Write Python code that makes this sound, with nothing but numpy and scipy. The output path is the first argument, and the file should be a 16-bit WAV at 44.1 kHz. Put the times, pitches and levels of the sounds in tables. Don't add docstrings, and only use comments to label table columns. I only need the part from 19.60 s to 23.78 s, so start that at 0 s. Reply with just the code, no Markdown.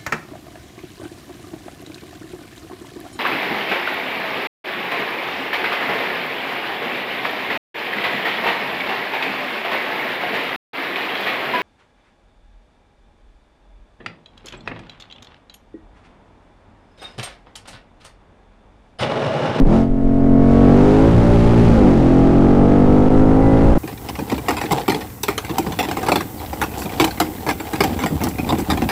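import sys
import numpy as np
from scipy import signal
from scipy.fft import rfft, irfft, next_fast_len
from scipy.io import wavfile
from scipy.ndimage import uniform_filter1d, minimum_filter1d

SR = 44100
rng = np.random.default_rng(int(sys.argv[2]) if len(sys.argv) > 2 else 0)


def transcribe(signal):
    frames = np.atleast_2d(signal).T
    limited = np.clip(frames, -1, 1)
    pcm = np.round(limited * 32767).astype(np.int16)
    wavfile.write(sys.argv[1], SR, pcm)


def undo_db(level):
    steps = np.asarray(level, float) / 20
    return 10 ** steps


N = 184368

# start_s, four-stroke cycle_hz, exhaust level_db, air flow as intake roar level_db
DRIVE = [(0.0, 33.05, -8, -49), (.06, 35.6, -15, -41.5), (.14, 44.8, -11, -32.5), (.2, 45.04, -11.5, -35.5),
         (.29, 45.25, -19, -49), (.77, 45.5, -10.5, -45), (.92, 46.46, -11, -37.5),
         (1.06, 46.48, -7.5, -36), (1.3, 50.92, -11.5, -32), (1.56, 58.46, -10.5, -33.5),
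         (1.8, 57.56, -11, -32), (2.1, 58.41, -10.5, -31.5), (2.3, 46.34, -11, -34),
         (2.42, 43.06, -10.5, -35), (2.97, 47.22, -10.5, -39), (3.86, 53.85, -12, -40.5),
         (4.02, 54.42, -12, -38), (4.16, 56.77, -14, -38)]
# start_s, output height of the overload point (1 = full scale)
RECORDER_GAIN = [(0, .42), (.12, .44), (.42, .59), (.76, .61), (.86, .54), (1.07, .54), (1.3, .37),
                 (4.18, .39)]


def in_time(rows):
    s, *columns = np.transpose(rows)
    return [np.interp(np.arange(N) / SR, s, column) for column in columns]


def rms_one(x):
    return x / np.sqrt(np.mean(x ** 2) + 1e-20)


def drift(rate_hz, count=N):
    pole = np.exp(-80 * np.pi * rate_hz / SR)
    noise = rng.standard_normal(N // 40 + 1002)
    slow = signal.lfilter([1], [1, -2 * pole, pole * pole], noise)[1000:]
    return np.interp(np.linspace(0, N / 40, count), np.arange(len(slow)), rms_one(slow))


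def coloured(x, spectrum):
    hz, db = np.transpose(spectrum)
    size = next_fast_len(N)
    log_hz = np.log(np.arange(size // 2 + 1) * SR / size + 1)
    corner_hz = np.r_[hz[0] / 4, hz, hz[-1] * 2]
    corner_db = np.r_[db[0] - 40, db, db[-1] - 20]
    shape_db = np.interp(log_hz, np.log(corner_hz), corner_db)
    return rms_one(irfft(rfft(x, size) * undo_db(shape_db), size)[:N])


def peaks_db(hz, peaks):
    return sum(db / (1 + (2 * (hz - centre) / width) ** 2) for centre, width, db in peaks)


def shut_share(roar_db):
    return np.clip((-40 - roar_db) / 14, 0, 1)


def stages():
    # start_s, blend_s, firing unsteadiness_db
    drive_stages = [
        (-1, .1, 2.8),
        (.13, .08, 1.2),
        (1.0, .25, 2.2),
        (1.44, .12, 2.9),
        (2.12, .2, 1.8),
        (2.82, .24, 1.5),
    ]
    t = np.arange(N) / SR
    begun = [np.clip((t - start) / blend, 0, 1) for start, blend, _ in drive_stages]
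    shares = -np.diff(begun + [np.zeros(N)], axis=0)
    return shares, np.array(drive_stages)[:, 2] @ shares


def order_db(k):
    # multiple of the cycle, level_db
    blip_orders = [(1, -10.5), (3, -5.5), (4, 0.5), (5, 3), (6, -9.5), (7, -12.5), (8, 3.5), (9, -22),
                   (10, -12.5), (13, -8), (16, -12), (30, -26.5), (48, -58)]
    cruise_orders = [(1, -1), (2, -8.5), (3, -2.5), (4, -12.5), (5, -1.5), (6, -3.5), (7, -19), (8, -7),
                     (9, -19.5), (10, -6.5), (11, -17), (12, -18.5), (13, -13.5), (14, -14.5), (15, -12),
                     (16, -47.5), (17, -31), (48, -48)]
    pull_orders = [(1, -7.5), (2, -7), (3, -3), (4, -5.5), (5, -3), (6, -3.5), (7, -11), (8, -11), (9, -10),
                   (10, -7), (11, -17.5), (12, -15), (13, -25.5), (14, -13.5), (15, -16), (16, -25),
                   (17, -22), (30, -36.5), (48, -56)]
    limiter_orders = [(1, 0), (2, 0.5), (3, 4), (4, -0.5), (5, -3.5), (6, -1), (7, -6.5), (8, -8),
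                      (9, -17.5), (10, -4), (11, -14.5), (12, -24.5), (13, -19.5), (14, -24.5), (15, -14),
                      (16, -35.5), (17, -25), (30, -38.5), (48, -65)]
    shift_orders = [(1, 1), (2, -9.5), (3, -0.5), (4, -3), (5, -3.5), (6, -2.5), (7, -1), (8, 0), (9, -17),
                    (10, -11), (11, -14), (12, -16), (13, -13.5), (14, -14), (15, -12.5), (16, -20.5),
                    (17, -19), (30, -33), (48, -61)]
    # multiple of the cycle, cruise_lift_db, load_lift_db
    standout_orders = [(17, 7, 2), (18, 4.5, 4), (20, 9.5, -5.5), (22, 4, -6), (24, 12.5, -3), (26, -12, 5),
                       (27, 2, -5.5), (28, 4.5, 5), (32, 8, 3), (35, 0, -1), (38, 7.5, 1.5), (43, 7.5, -1),
                       (48, 16, 0)]
    cruising, loaded = {m: (a, b) for m, a, b in standout_orders}.get(k, (0, 0))
    low_gear = loaded + 6 * (k == 8)
    fuel_cut = 5.5 * (k > 16) * (2 * (k % 2) - 1)
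    lifts = [0, cruising, low_gear, fuel_cut, loaded, loaded]
    profiles = (blip_orders, cruise_orders, pull_orders, limiter_orders, shift_orders, pull_orders)
    return np.add(lifts, [np.interp(k, *np.transpose(profile)) for profile in profiles])


def exhaust(cycle_hz, turns, roar_db):
    # centre_hz, width_hz, lift_db
    cabin_booms = [(114.4, 41, 5.5), (213.8, 10, -4.5), (222.4, 43, 5), (265, 32, 6), (304, 10, 1),
                   (371, 14, -5), (414, 29.4, 7.5), (452.7, 17, -4), (558, 14, 3), (610, 84, -1),
                   (676, 20, 3.5), (804, 13, 8), (1124, 31, 2.5), (1310, 130, 5)]
    strong_beat_s = .337
    drag_db_per_hz_s = .07
    pipe_lag_cycles = .085
    coarse, fine = np.arange(0, N, 32), np.arange(0, N, 4)
    shares, unsteady_db = [c[..., ::32] for c in stages()]
    slowing = np.maximum(-np.gradient(cycle_hz)[::32] * SR, 0)
    unsteady_db = unsteady_db + drag_db_per_hz_s * slowing
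    since_beat = turns[::4] - turns[int(strong_beat_s * SR)]
    shut = shut_share(roar_db[::32])
    out, power = np.zeros(len(fine)), 0
    for k in range(1, 49):
        size = undo_db(order_db(k) @ shares + peaks_db(k * cycle_hz[::32], cabin_booms))
        shut_loss_db = .27 * max(k - 15, 0) + 7 * (k % 12 == 0) - 5 * (k == 6)
        size = size * undo_db(-shut_loss_db * shut)
        power = power + size ** 2 / 2
        wobble = undo_db(.75 * unsteady_db * np.minimum(drift(7.0, count=len(coarse)), 1))
        level = np.interp(fine, coarse, size * wobble)
        spread = .2 if k < 9 else .45
        jitter = .02 * unsteady_db * (1 + k / 10) * drift(4 + k / 3, count=len(coarse))
        lag = spread * (rng.random() - .5) + jitter + pipe_lag_cycles * k ** 2 * (k < 9)
        out += level * np.cos(2 * np.pi * (k * since_beat + np.interp(fine, coarse, lag)))
    evened = out / np.interp(fine, coarse, np.sqrt(power))
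    return signal.resample_poly(evened, up=4, down=1)[:N]


def puffs(turns, sharp):
    firing = (8 * turns).astype(int)
    pattern_db = np.array([-8.5, -13.0, -12.5, 3.5, -0.5, -13.5, 1.0, -5.5])
    chance_db = 1.2 * rng.standard_normal(firing.max() + 1)
    strength = undo_db(pattern_db[firing % 8] + chance_db[firing])
    return strength * np.exp(-sharp * (8 * turns % 1))


def burning(turns):
    # pitch_hz, level_db per Hz
    burn_spectrum = [(60, -31), (120, 2.5), (250, 1), (500, -2), (1000, -29.5), (2000, -27.5),
                     (4000, -48.5)]
    noise = coloured(rng.standard_normal(N) * puffs(turns, sharp=0.34), burn_spectrum)
    cruise_share = stages()[0][1]
    return 0.23 * (1 - .5 * cruise_share) * noise


def intake_roar(turns, roar_db):
    # pitch_hz, level_db per Hz
    air_spectrum = [(410, -24), (780, -0.5), (1050, -17), (1270, -12), (2100, -17), (2600, -18.5),
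                    (8460, -36.5), (15600, -44.5)]
    gusts = rng.standard_normal(N) * (0.75 + puffs(turns, sharp=5.3))
    roar = undo_db(roar_db + 1.0) * coloured(gusts, air_spectrum)
    top = signal.sosfilt(signal.butter(1, 3000, "high", fs=SR, output="sos"), roar)
    return roar - .8 * shut_share(roar_db) * top


def blower_whine(cycle_hz, turns, roar_db):
    # centre_hz, width_hz, lift_db
    duct_rings = [(1730, 60, 10), (1995, 70, 19), (2120, 90, 11)]
    sweep_hz_s = np.abs(np.gradient(cycle_hz) * SR)
    level_db = -61 + .4 * (roar_db + 40) + peaks_db(37 * cycle_hz, duct_rings)
    level_db = level_db - .3 * sweep_hz_s
    level = undo_db(level_db + 2.0 * drift(8.0))
    return level * np.sin(2 * np.pi * (37 * turns + .07 * drift(12.0)))


def engine():
    cycle_hz, exhaust_db, roar_db = in_time(DRIVE)
    turns = np.cumsum(cycle_hz) / SR
    boom = undo_db(exhaust_db) * (exhaust(cycle_hz, turns, roar_db) + burning(turns))
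    return boom + intake_roar(turns, roar_db) + blower_whine(cycle_hz, turns, roar_db)


def road():
    # pitch_hz, level_db per Hz
    rumble_spectrum = [(10, 6.5), (20, 4), (32, 7), (45, -1), (62, 5), (80, -1), (120, -2), (300, -38.5)]
    crank_db = 0.63 * np.maximum(in_time(DRIVE)[0] - 45, 0)
    speed_db = 1.83 * np.arange(N) / SR
    level_db = -27 + crank_db + speed_db + 0.67 * drift(3.3)
    return undo_db(level_db) * coloured(rng.standard_normal(N), rumble_spectrum)


def jolts():
    # start_s, level_db, pitch_hz, t60_s, first push sign
    bumps = [(.013, 7, 23.5, .4, -1), (.034, 10, 26, .08, 1), (.077, 5, 28, .07, 1), (.302, 2, 28, .25, -1),
             (.438, 1, 30, .2, -1), (1.9, -1, 18, .15, 1), (2.2, -3, 28, .2, -1), (2.476, -4, 25, .12, 1),
             (3.252, -11, 20, .15, 1), (3.486, 8, 21, .11, 1), (3.805, -3, 16, .12, -1),
             (3.987, -2, 25, .12, 1), (4.136, 10, 22, .12, 1)]
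    t = np.arange(N) / SR
    out = np.zeros(N)
    for start, db, hz, t60, sign in bumps:
        age = np.maximum(t - start, 0)
        out += sign * undo_db(db - 60 * age / t60) * np.sin(2 * np.pi * hz * age)
    return out


def heave():
    # time_s, share of the overload pressure
    pressure_crests = [(.02, 0), (.25, .14), (.38, .2), (.49, .4), (.64, .48), (.83, .48), (.96, .1),
                       (1.17, .42), (1.34, .16), (1.51, .2), (1.67, .22), (1.79, .27), (1.93, .4),
                       (2.15, .2), (2.32, .25), (2.5, .15), (2.7, .25), (2.96, .4), (3.11, .36), (3.26, .3),
                       (3.49, .58), (3.66, .35), (3.81, .2), (3.98, .42), (4.18, .33)]
    crest_s, crest = np.transpose(pressure_crests)
    turn_s = np.sort(np.r_[crest_s, (crest_s[1:] + crest_s[:-1]) / 2])
    share = np.repeat(crest, 2)[:-1]
    share[1::2] = -1.05 * (crest[1:] + crest[:-1]) / 2
    index = np.arange(len(turn_s))
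    place = np.interp(np.arange(N) / SR, turn_s, index)
    step = np.floor(place)
    eased = step + (1 - np.cos(np.pi * (place - step))) / 2
    return 1.25 * np.interp(eased, index, share)


def scene():
    height = in_time(RECORDER_GAIN)[0]
    pressure = (engine() + road()) * undo_db(-1.03) + 0.38 * (jolts() + heave())
    return (pressure / height)[None]


def overload(x):
    leak = .06
    return (1 - leak) * np.clip(x, -1.75, 1) + leak * x


def two_bands(x):
    lift_db = 3.1 * (1 - np.exp(-np.arange(N) / SR / .12))
    low, high = [np.tile(signal.butter(2, 250, kind, fs=SR, output="sos"), (2, 1))
                 for kind in ("low", "high")]
    first = x[:, :1]
    swing = x - first
    return first + signal.sosfilt(low, swing) + undo_db(lift_db) * signal.sosfilt(high, swing)


def limiter(x, top):
    room = minimum_filter1d(np.minimum(1, top / (np.abs(x) + 1e-9)), size=441)
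    return x * uniform_filter1d(room, size=441)


def roll_off(x):
    return signal.sosfilt(signal.butter(12, 15710, fs=SR, output="sos"), x)


def record(dry):
    x = overload(dry) * in_time(RECORDER_GAIN)[0]
    first = x[:, :1]
    x = two_bands(x)
    x = signal.sosfilt(signal.butter(1, 3.2, "high", fs=SR, output="sos"), x)
    dull = signal.butter(3, 10500, fs=SR, output="sos")
    x = first + signal.sosfilt(dull, x - first)
    settling = np.interp(np.arange(N), [0, 130, N - 130, N], [.7, 1, 1, .35])
    mix = limiter(x * settling, top=.9)
    return roll_off(mix)


dry = scene()
out = record(dry)
transcribe(out)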